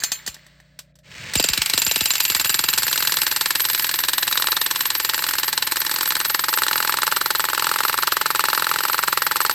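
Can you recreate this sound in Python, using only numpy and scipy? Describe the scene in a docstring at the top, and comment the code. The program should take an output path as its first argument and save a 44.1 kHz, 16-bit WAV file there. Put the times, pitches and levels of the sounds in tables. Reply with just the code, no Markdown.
"""Two pneumatic jackhammers rattle in a stone pit, drifting in and out of step at about 21 and 22 blows/s.
A loose chisel clinks, a valve opens, air rushes, and the near hammer starts: piston on steel, a bright
clack that is muffled as the chisel sinks in. The far one joins and turns to a hard knock on solid rock.
Chips slide down the face, a compressor hums far off, and the pit throws back short reflections."""
import sys
import numpy as np
from scipy import signal
from scipy.fft import rfft, irfft, next_fast_len
from scipy.io import wavfile

SR = 44100
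rng = np.random.default_rng(int(sys.argv[2]) if len(sys.argv) > 2 else 0)


def wav_out(sig):
    """Save sig, one row per channel (or a flat mono array), as 16-bit PCM at SR to the path in sys.argv[1]."""
    wavfile.write(sys.argv[1], SR, np.round(np.clip(np.atleast_2d(sig).T, -1, 1) * 32767).astype(np.int16))


N = 420713
TIME_S = np.arange(N) / SR
FFT_SIZE = next_fast_len(N, True)
BIN_HZ = np.fft.rfftfreq(FFT_SIZE, 1 / SR)
VALVE_OPEN_S, VALVE_RISE_S = 1.026, 0.26

# clack of near piston, chisel and casing: (frequency [Hz], relative density [dB])
CLACK_SPECTRUM = [(250, -16), (700, -12.5), (950, -7), (1750, -3.5), (2200, -3.5), (3100, -0.5),
                  (4000, 1.5), (5000, 1), (6600, -5), (8000, 0), (10000, -4), (12300, -9), (13800, -6.5),
                  (16000, -11.5)]


def from_db(db):
    """Decibels to gain."""
    return 10 ** (np.asarray(db) / 20)


def unit_rms(x):
    """Scale to rms 1."""
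    return x / np.sqrt(np.mean(x ** 2) + 1e-20)


def at_bins(points):
    """Interpolate a table over log frequency at the FFT bins."""
    hz, value = np.transpose(points)
    return np.interp(np.log(BIN_HZ + 1), np.log(hz), value)


def filtered(x, response):
    """Apply a response given at the FFT bins."""
    return irfft(rfft(x, FFT_SIZE) * response, FFT_SIZE)[..., :N]


def noise(spectrum):
    """Noise of rms 1 with the given spectral shape."""
    return unit_rms(filtered(rng.standard_normal(N), from_db(at_bins(spectrum))))


def lowpass(x, hz):
    """Second-order low-pass."""
    return signal.sosfilt(signal.butter(2, hz, fs=SR, output="sos"), x)


def flicker(hz):
    """Random wander of rms 1, mostly below hz."""
    return unit_rms(lowpass(rng.standard_normal(N), hz))


def envelope(start_s, rise_s, hold_s=0, fade_db_per_s=0):
    """Gain that rises to 1, holds and fades."""
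    age_s = TIME_S - start_s
    return np.clip(age_s / rise_s, 0, 1) * from_db(-fade_db_per_s * np.maximum(age_s - rise_s - hold_s, 0))


def spells(rows, rise_s):
    """Sum of triangular gains, one per (start, length, level) row."""
    return sum(from_db(db) * np.interp(TIME_S, [s, s + rise_s, s + length_s], [0, 1, 0])
               for s, length_s, db in rows)


def clicks(times, heights):
    """One impulse at each time."""
    out = np.zeros(N)
    samples = np.round(np.asarray(times) * SR).astype(int)
    np.add.at(out, np.clip(samples, 0, N - 1), heights)
    return out


def puffs(times, after_s, half_width_s):
    """A Gaussian swell, offset from each blow."""
    t = np.arange(-int(.06 * SR), int(.06 * SR) + 1) / SR
    return signal.fftconvolve(clicks(times, 0.828), np.exp(-((t - after_s) / half_width_s) ** 2), "same")


def fading(x, t60_s, rise_t60_s):
    """Turn each click into an envelope: fast rise, exponential decay."""
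    slow, fast = np.exp(-np.log(1000) / (np.array([t60_s, rise_t60_s]) * SR))
    return signal.lfilter([0, slow - fast], [1, -slow - fast, slow * fast], x + 1e-18)


def resonate(x, hz, width_hz):
    """Resonance with peak gain 1."""
    r, w = np.exp(-np.pi * width_hz / SR), 2 * np.pi * hz / SR
    gain = (1 - r * r) / 2
    return signal.lfilter([gain, 0, -gain], [1, -2 * r * np.cos(w), r * r], x + 1e-18)


def noise_bands(bands):
    """Resonances, each driven by its own white noise."""
    return sum(from_db(db) * resonate(rng.standard_normal(N), hz, width_hz) for hz, width_hz, db in bands)


def ring(x, hz, t60_s):
    """Each click starts a decaying sine of its own height."""
    r, w = np.exp(-np.log(1000) / (t60_s * SR)), 2 * np.pi * hz / SR
    return signal.lfilter([0, np.sin(w)], [1, -2 * r * np.cos(w), r * r], x + 1e-18)


def clack(times, db, spectrum, t60_s, tail_db, tail_t60_s, alike):
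    """Dense, short modes: a crack whose power share `alike` repeats each blow, then a weaker rattle."""
    hits = clicks(times - .0004, from_db(db))
    one_crack = noise(spectrum) * fading(clicks([0], 0.88), t60_s, rise_t60_s=0.0053)
    repeated = np.sqrt(alike) * signal.fftconvolve(hits, one_crack[:SR // 10])[:N]
    crack_gain = np.sqrt(1 - alike) * fading(hits, t60_s, rise_t60_s=0.002026)
    rattle_gain = from_db(tail_db) * fading(hits, tail_t60_s, rise_t60_s=0.016)
    return repeated + noise(spectrum) * np.hypot(crack_gain, rattle_gain)


def knock(times, db, modes, vary_db):
    """A few damped modes, struck a little differently by every blow."""
    strengths = from_db(db[:, None] + vary_db * rng.standard_normal((len(times), len(modes))))
    out = sum((-1) ** k * from_db(mode_db) * resonate(clicks(times, strengths[:, k]), hz, width_hz)
              for k, (hz, width_hz, mode_db) in enumerate(modes))
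    return out * SR / sum(width_hz * from_db(mode_db) for _, width_hz, mode_db in modes)


def pit(x, t60_s, top_hz):
    """Scattered reflections from rubble and walls, different on each side."""
    t = np.arange(SR // 3) / SR
    echoes = rng.standard_normal((2, len(t))) * np.exp(-np.log(1000) * t / t60_s) * (t > .003)
    echoes = signal.sosfilt(signal.butter(1, [450, top_hz], "band", fs=SR, output="sos"), echoes)
    echoes /= np.sqrt(np.sum(echoes ** 2) / 2)
    return signal.fftconvolve(x[None], echoes, axes=1)[:, :N]


def direct_path(x, left_lead_s=0):
    """Sound arrives left and right with a phase difference."""
    # left leads, right lags, each by: (frequency [Hz], phase [rad])
    side_phase = [(50, .03), (600, .03), (900, .28), (1250, .06), (2100, .03), (4000, .14), (7000, -.04),
                  (8300, -.45), (9100, -1.2), (10000, -1.6), (11000, -2.2), (12300, -2.7), (13300, -3.14),
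                  (15600, -4.1)]
    phase = at_bins(side_phase) + np.pi * left_lead_s * BIN_HZ
    return filtered(x, np.exp(1j * np.array([phase, -phase])))


def compressor():
    """Engine hum over a dull, steady wash of distant machinery."""
    # engine lines: (frequency [Hz], rms level [dB])
    lines = [(57, -62.5), (118.4, -70.5), (145.3, -59.5), (177.6, -63.5)]
    # machinery: (frequency [Hz], relative density [dB])
    wash_spectrum = [(25, -30), (55, 6), (100, -0.5), (170, -8), (260, 0), (430, -19), (600, 8.5),
                     (900, -36.5), (1700, -12), (4000, -38.5), (16000, -49)]
    hum = sum(np.sqrt(2) * from_db(db) * np.sin(2 * np.pi * (hz * TIME_S + rng.random()))
              for hz, db in lines)
    return hum + from_db(-64) * noise(wash_spectrum)


def chips():
    """Sliding flakes of stone tick against each other, each at its own pitch."""
    # slides down the face: (start [s], length [s], level [dB])
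    slides = [(-.3, .8, -41), (1.5, 1.83, -41), (4.1, 1.6, -37), (7.4, 3.896, -38.5)]
    trickle_db, peak_ticks_per_s, t60_cycles = -66.5, 300, 38
    strength = spells(slides, rise_s=.3) + from_db(trickle_db)
    ticks_per_s = peak_ticks_per_s * np.sqrt(strength / strength.max())
    onsets = np.flatnonzero(rng.random(N) < ticks_per_s / SR)
    level_draw, sign_draw, pitch_draw = rng.random((3, len(onsets)))
    accent_db = -4.5 * np.log(np.maximum(level_draw, .02))   # a few ticks stand out
    heights = strength[onsets] * from_db(accent_db) * np.sign(sign_draw - .5)
    pitches_hz = np.geomspace(1700, 9000, num=20)
    pitch_index = (pitch_draw * len(pitches_hz)).astype(int)
    return sum(ring(clicks(onsets / SR, heights * (pitch_index == k)), hz, t60_cycles / hz)
               for k, hz in enumerate(pitches_hz))


def air(near_s, far_s):
    """Air rushes and whistles from the ports, swelling on each return stroke; the ground shakes with it."""
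    # rushing air: (frequency [Hz], relative density [dB])
    rush_spectrum = [(100, -16.5), (350, -4.5), (720, -11), (900, -2), (1300, -2), (1750, 6.5), (2500, 0.5),
                     (3300, -1.5), (4300, 0.5), (6500, -12), (8200, -8), (10000, -28), (13500, -22),
                     (16000, -9.5)]
    # shaking ground: (frequency [Hz], relative density [dB])
    rumble_spectrum = [(22, -36), (40, -18), (55, -7), (80, 1), (150, 1.5), (300, -14), (600, -6.5),
                       (2000, -75)]
    # port whistles: (frequency [Hz], width [Hz], relative level [dB])
    whistle_bands = [(12330, 210, 12.5), (12700, 1400, -6), (15588, 200, -20)]
    line_open = np.clip((0.93 - TIME_S) / .02, 0, 1)   # the line bleeds down, then shuts
    bleed = from_db(-40) * envelope(0, rise_s=0.0022, fade_db_per_s=32.5) * line_open
    flow = bleed + from_db(-37.5) * envelope(VALVE_OPEN_S, VALVE_RISE_S)
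    exhaust = puffs(near_s, after_s=0.036, half_width_s=0.048)
    exhaust += 0.28 * puffs(far_s, after_s=0.067, half_width_s=0.027)
    rush = flow * from_db(0.8 * exhaust) * noise(rush_spectrum)
    pressure_jolt = from_db(-45) * envelope(VALVE_OPEN_S, VALVE_RISE_S, fade_db_per_s=70)
    ground = (flow * from_db(-23 + 3.05 * exhaust) + pressure_jolt) * noise(rumble_spectrum)
    whistle = unit_rms(noise_bands(whistle_bands)) * envelope(near_s[0], rise_s=1, fade_db_per_s=0.6782)
    whistle_db = -29.5 + 1.1 * exhaust + 3.75 * flicker(hz=22.54)
    return rush + ground + from_db(whistle_db) * whistle


def start_up_whirr():
    """The near hammer whirrs as the valve opens, flutters unevenly and fades."""
    # resonances: (frequency [Hz], width [Hz], relative level [dB])
    bands = [(1710, 290, -12), (2250, 250, 4), (2780, 420, -1), (4100, 7780, -8.5)]
    whirr = unit_rms(lowpass(noise_bands(bands), hz=7500))
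    gain = from_db(-39.5) * envelope(VALVE_OPEN_S, VALVE_RISE_S, hold_s=1, fade_db_per_s=7)
    return gain * whirr * (1 + 0.7 * flicker(hz=110))


def chisel_ring(times, db):
    """The steel bar rings freely; the point of contact decides how strongly each mode answers."""
    # bar modes: (frequency [Hz], relative level [dB], t60 [s])
    modes = [(2480, -12.5, .16), (4239, -7, 0.2), (4560, -23, 0.091), (4710, -0.5, 0.08),
             (6460, 0, 0.11484), (7200, -1.5, 0.206), (7310, -6, 0.176), (9039, -15, 0.16),
             (11970, -9, 0.2), (13900, -17, .13), (14800, -15, 0.26), (15483, -14, .09)]
    strengths = from_db(db[:, None] + rng.uniform(-2.4, 2, (len(times), len(modes))))
    return sum(ring(clicks(times, strengths[:, k] * from_db(mode_db)), hz, t60_s)
               for k, (hz, mode_db, t60_s) in enumerate(modes))


def clinks_and_drops():
    """The loose chisel clinks on rock and larger stones drop, each with a crack and a thud."""
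    # chisel on rock: (time [s], relative clack level [dB], ring level [dB])
    clinks = [(0.002, -40, -33), (0.0364, -12, -20.5), (0.1182, -14.5, -21), (0.264, -26, -30),
              (1.336, -18, -41), (2.136, -17, -28.5), (2.778, -11, -39)]
    # falling stones: (time [s], relative clack level [dB], thud level [dB])
    drops = [(0.276, -19, -32), (0.343, -32, -55), (0.366, -54, -49), (0.465, -44, -52),
             (0.601, -49, -51.5), (0.79, -27, -48), (0.955, -48, -74), (0.988, -50, -74)]
    # struck stone: (frequency [Hz], width [Hz], relative level [dB])
    stone_modes = [(211, 110, -2.5), (396, 140, -3.5), (766.56, 66.6, 2.5), (1840, 130, 8.5)]
    clink_s, clink_db, ring_db = np.transpose(clinks)
    drop_s, drop_db, thud_db = np.transpose(drops)
    times, crack_db = np.r_[clink_s, drop_s], np.r_[clink_db, drop_db] + 2.5
    crack = clack(times, crack_db, CLACK_SPECTRUM, t60_s=0.04, tail_db=-15, tail_t60_s=0.13, alike=0.88)
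    thud = knock(times, np.r_[clink_db - 21, thud_db], stone_modes, vary_db=1.5)
    return crack + thud + chisel_ring(clink_s, ring_db)


def slab(blow_s):
    """A loose slab flexes. High bending waves arrive first, so each thump falls in pitch."""
    # first thumps: (time [s], peak level [dB], swell [s])
    thumps = [(0.276, -38, 0.00892), (1.354, -21.5, 0.01), (1.397, -15.5, 0.0028), (1.443, -21.5, 0.0025),
              (1.49, -31, 0.016), (1.577, -29, 0.01), (1.737, -29, 0.006324), (1.777, -26, 0.003),
              (1.865, -30.5, 0.00859), (1.912, -24, 0.0019), (1.962, -27, 0.0038), (2.009, -26.5, 0.00701)]
    start_hz, glide_s, rocking_from_s = 998, 0.0079367, 2.28
    # later blows rock it ever more weakly
    rocking = [(s, -34.5 - 12 * (s - rocking_from_s), 0.0074) for s in blow_s[blow_s > rocking_from_s]]
    out, t = np.zeros(N + SR), np.arange(SR // 10) / SR
    chirp = np.sin(2 * np.pi * start_hz * glide_s * t / (t + glide_s))
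    for s, db, swell_s in thumps + rocking:
        at = int(s * SR)
        out[at:at + len(t)] += from_db(db) * chirp * t / swell_s * np.exp(1 - t / swell_s)
    return out[:N]


def jangle(blow_s):
    """After each blow the chisel rebounds five times, unevenly, against its holder."""
    # chisel in holder: (frequency [Hz], width [Hz], relative level [dB])
    modes = [(2700, 99, -0.5), (4790, 41, 2), (5000, 160, -9), (7246, 61, 7.5), (7608.6, 60.7, -4.5),
             (12130, 96, 0.5)]
    # each spell dies as the chisel wedges: (start [s], length [s], level [dB])
    loose_spells = [(1.35, 0.28, -24), (1.73, 2.2, -27), (5.0, 0.55, -36)]
    rebound_s = (blow_s[:, None] + rng.uniform(.003, .032, size=(len(blow_s), 5))).ravel()
    rattle = knock(rebound_s, np.zeros(len(rebound_s)), modes, vary_db=5)
    return spells(loose_spells, rise_s=0.042) * unit_rms(rattle)


def piston_blows(runs, jitter_s):
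    """Blow times: a whole number of even strokes fills each run; the last row is the final blow."""
    start_s, rate_hz = np.transpose(runs)
    counts = np.maximum(np.round(np.diff(start_s) * rate_hz[:-1]), 1).astype(int)
    strokes = [np.linspace(a, b, n, endpoint=False) for a, b, n in zip(start_s, start_s[1:], counts)]
    times = np.concatenate(strokes + [start_s[-1:]])
    return times + jitter_s * rng.standard_normal(len(times))


def far_hammer(blow_s):
    """A short steel crack and a hollow knock, which the rock face throws back."""
    # piston, chisel and casing: (frequency [Hz], relative density [dB])
    steel_spectrum = [(250, -14), (700, -15.5), (950, -25), (1700, 3.5), (2300, -8.5), (3200, -10.5),
                      (4300, 3), (6600, -14), (8000, -1), (10000, -7), (12300, -3), (16000, -6.5)]
    # rock and hammer body: (frequency [Hz], width [Hz], relative level [dB])
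    rock_modes = [(156, 51, -20), (405, 150, -13), (850, 114, 0), (1240, 206, 4), (1416, 268, 2.5),
                  (1778.2, 710, -13.5), (2800, 230, -8.5)]
    # how hard it bites: (time [s], relative clack level [dB], relative knock level [dB])
    bite = [(2.3, -19.5, -30), (2.6, -18.5, -22.5), (3.0, -19.5, -29), (3.5, -21.5, -26), (3.8, -20.5, -45),
            (4.5, -22.5, -16.5), (4.87, -30, -41), (5.1, -19, -22), (5.6, -22, -31.5), (6.6, -18.5, -14),
            (8, -19, -11.5), (9.54, -18, -11.5)]
    bite_s, clack_db, knock_db = np.transpose(bite)
    force_db = 1.1 * rng.standard_normal(len(blow_s))
    steel_db = np.interp(blow_s, bite_s, clack_db) + force_db + 10
    rock_db = np.interp(blow_s, bite_s, knock_db) + force_db + 3
    steel = clack(blow_s, steel_db, steel_spectrum, t60_s=0.021, tail_db=-8, tail_t60_s=0.054, alike=0.77)
    rock = knock(blow_s - .0002, rock_db, rock_modes, vary_db=1.02)
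    rock -= resonate(rock, hz=743, width_hz=210)   # notch between thud and knock
    face_echo = from_db(-12.5) * np.interp(TIME_S - 0.0051278, TIME_S, rock, left=0)
    return steel + rock + face_echo


def near_hammer(blow_s):
    """The piston scrapes, then lands: the clack fades as the chisel sinks, the knock grows as it seats."""
    # casing: (frequency [Hz], width [Hz], relative level [dB])
    casing_modes = [(1685, 45, -15), (2687, 69, 2.5), (4020, 166, 3), (4420, 371.8, -2.5), (5120, 140, -8),
                    (7970, 140, -5.5), (8250, 320, -1)]
    # chisel biting a hard spot: (frequency [Hz], width [Hz], relative level [dB])
    hard_spot_modes = [(848, 72, -6), (1740, 110, -6), (3650, 230, -1), (3940, 60, 6)]
    # rock and hammer body: (frequency [Hz], width [Hz], relative level [dB])
    rock_modes = [(341, 41, -8.5), (497.25, 55, -12.5), (857, 68, -3), (1027, 113, 0), (1510, 260, -4.5),
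                  (1822, 110, 1)]
    muffling_db_per_s, seating_s, bounce_db, hard_spot_s = 0.85, 0.96, 1, 4.33
    age_s = blow_s - blow_s[0]
    unseated = np.exp(-age_s / seating_s)
    force_db = rng.standard_normal(len(blow_s))
    steel_db = -8 - muffling_db_per_s * age_s + bounce_db * unseated + force_db
    rock_db = -22.5 - 18 * unseated + force_db
    hard_spot_db = -19.5 - 6 * ((blow_s - hard_spot_s) / 0.35) ** 2
    steel = clack(blow_s, steel_db, CLACK_SPECTRUM, t60_s=0.029, tail_db=-11.5, tail_t60_s=0.09, alike=0.61)
    casing = knock(blow_s, steel_db - 6.5, casing_modes, vary_db=2.5)
    hard_spot = knock(blow_s, hard_spot_db, hard_spot_modes, vary_db=2.5)
    scrape = from_db(-25.5) * noise(CLACK_SPECTRUM) * puffs(blow_s, after_s=-0.0015, half_width_s=0.0028)
    rock = knock(blow_s + .0006, rock_db, rock_modes, vary_db=1.5)
    return steel + casing + hard_spot + scrape + rock + jangle(blow_s)


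def scene():
    """All sources arrive directly, then come back from the pit and a booming hollow in the rubble."""
    # races on the loose chisel, then settles: (run start [s], nominal rate [blows/s])
    near_runs = [(1.3547, 23.3), (1.4406, 21.4), (1.5342, 23.85), (1.66, 26.4), (1.7359, 24.2),
                 (1.8187, 21.3), (1.9596, 20.6), (2.4948, 20.75), (4.5188, 20.8), (7.5959, 21.0),
                 (8.787, 20.7), (9.5115, 20.7)]
    # speeds up while its rock gives way: (run start [s], nominal rate [blows/s])
    far_runs = [(2.3197, 21.9), (3.5518, 22.2), (4.0483, 22.6), (4.2691, 23.2), (4.528, 22.6),
                (4.749, 23.6), (4.9606, 22.9), (5.3534, 22.3), (5.5775, 22.1), (6.6195, 21.8),
                (6.9864, 22.0), (7.987, 22.1), (8.4392, 21.8), (8.7138, 21.7), (9.4961, 21.7)]
    near_s = piston_blows(near_runs, jitter_s=.00015)
    far_s = piston_blows(far_runs, jitter_s=.00012)
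    centre = near_hammer(near_s) + clinks_and_drops() + slab(near_s)
    centre += air(near_s, far_s) + chips() + start_up_whirr() + compressor()
    aside = far_hammer(far_s)
    work = centre + aside
    hollow = from_db(-11) * pit(resonate(work, hz=874, width_hz=190), t60_s=0.03743, top_hz=2987)
    scatter = from_db(-20) * pit(work, t60_s=0.055, top_hz=8000)
    return direct_path(centre) + direct_path(aside, left_lead_s=-4.4e-6) + scatter + hollow


def record(dry):
    """Cut the deepest bass, round the peaks, cut the top."""
    bass_cut = signal.butter(2, 36, "high", fs=SR, output="sos")
    top_cut = signal.ellip(12, .1, 80, 15900, fs=SR, output="sos")
    rounded = np.tanh(signal.sosfilt(bass_cut, dry))
    return signal.sosfilt(top_cut, rounded)


dry = scene()
out = record(dry)
wav_out(out)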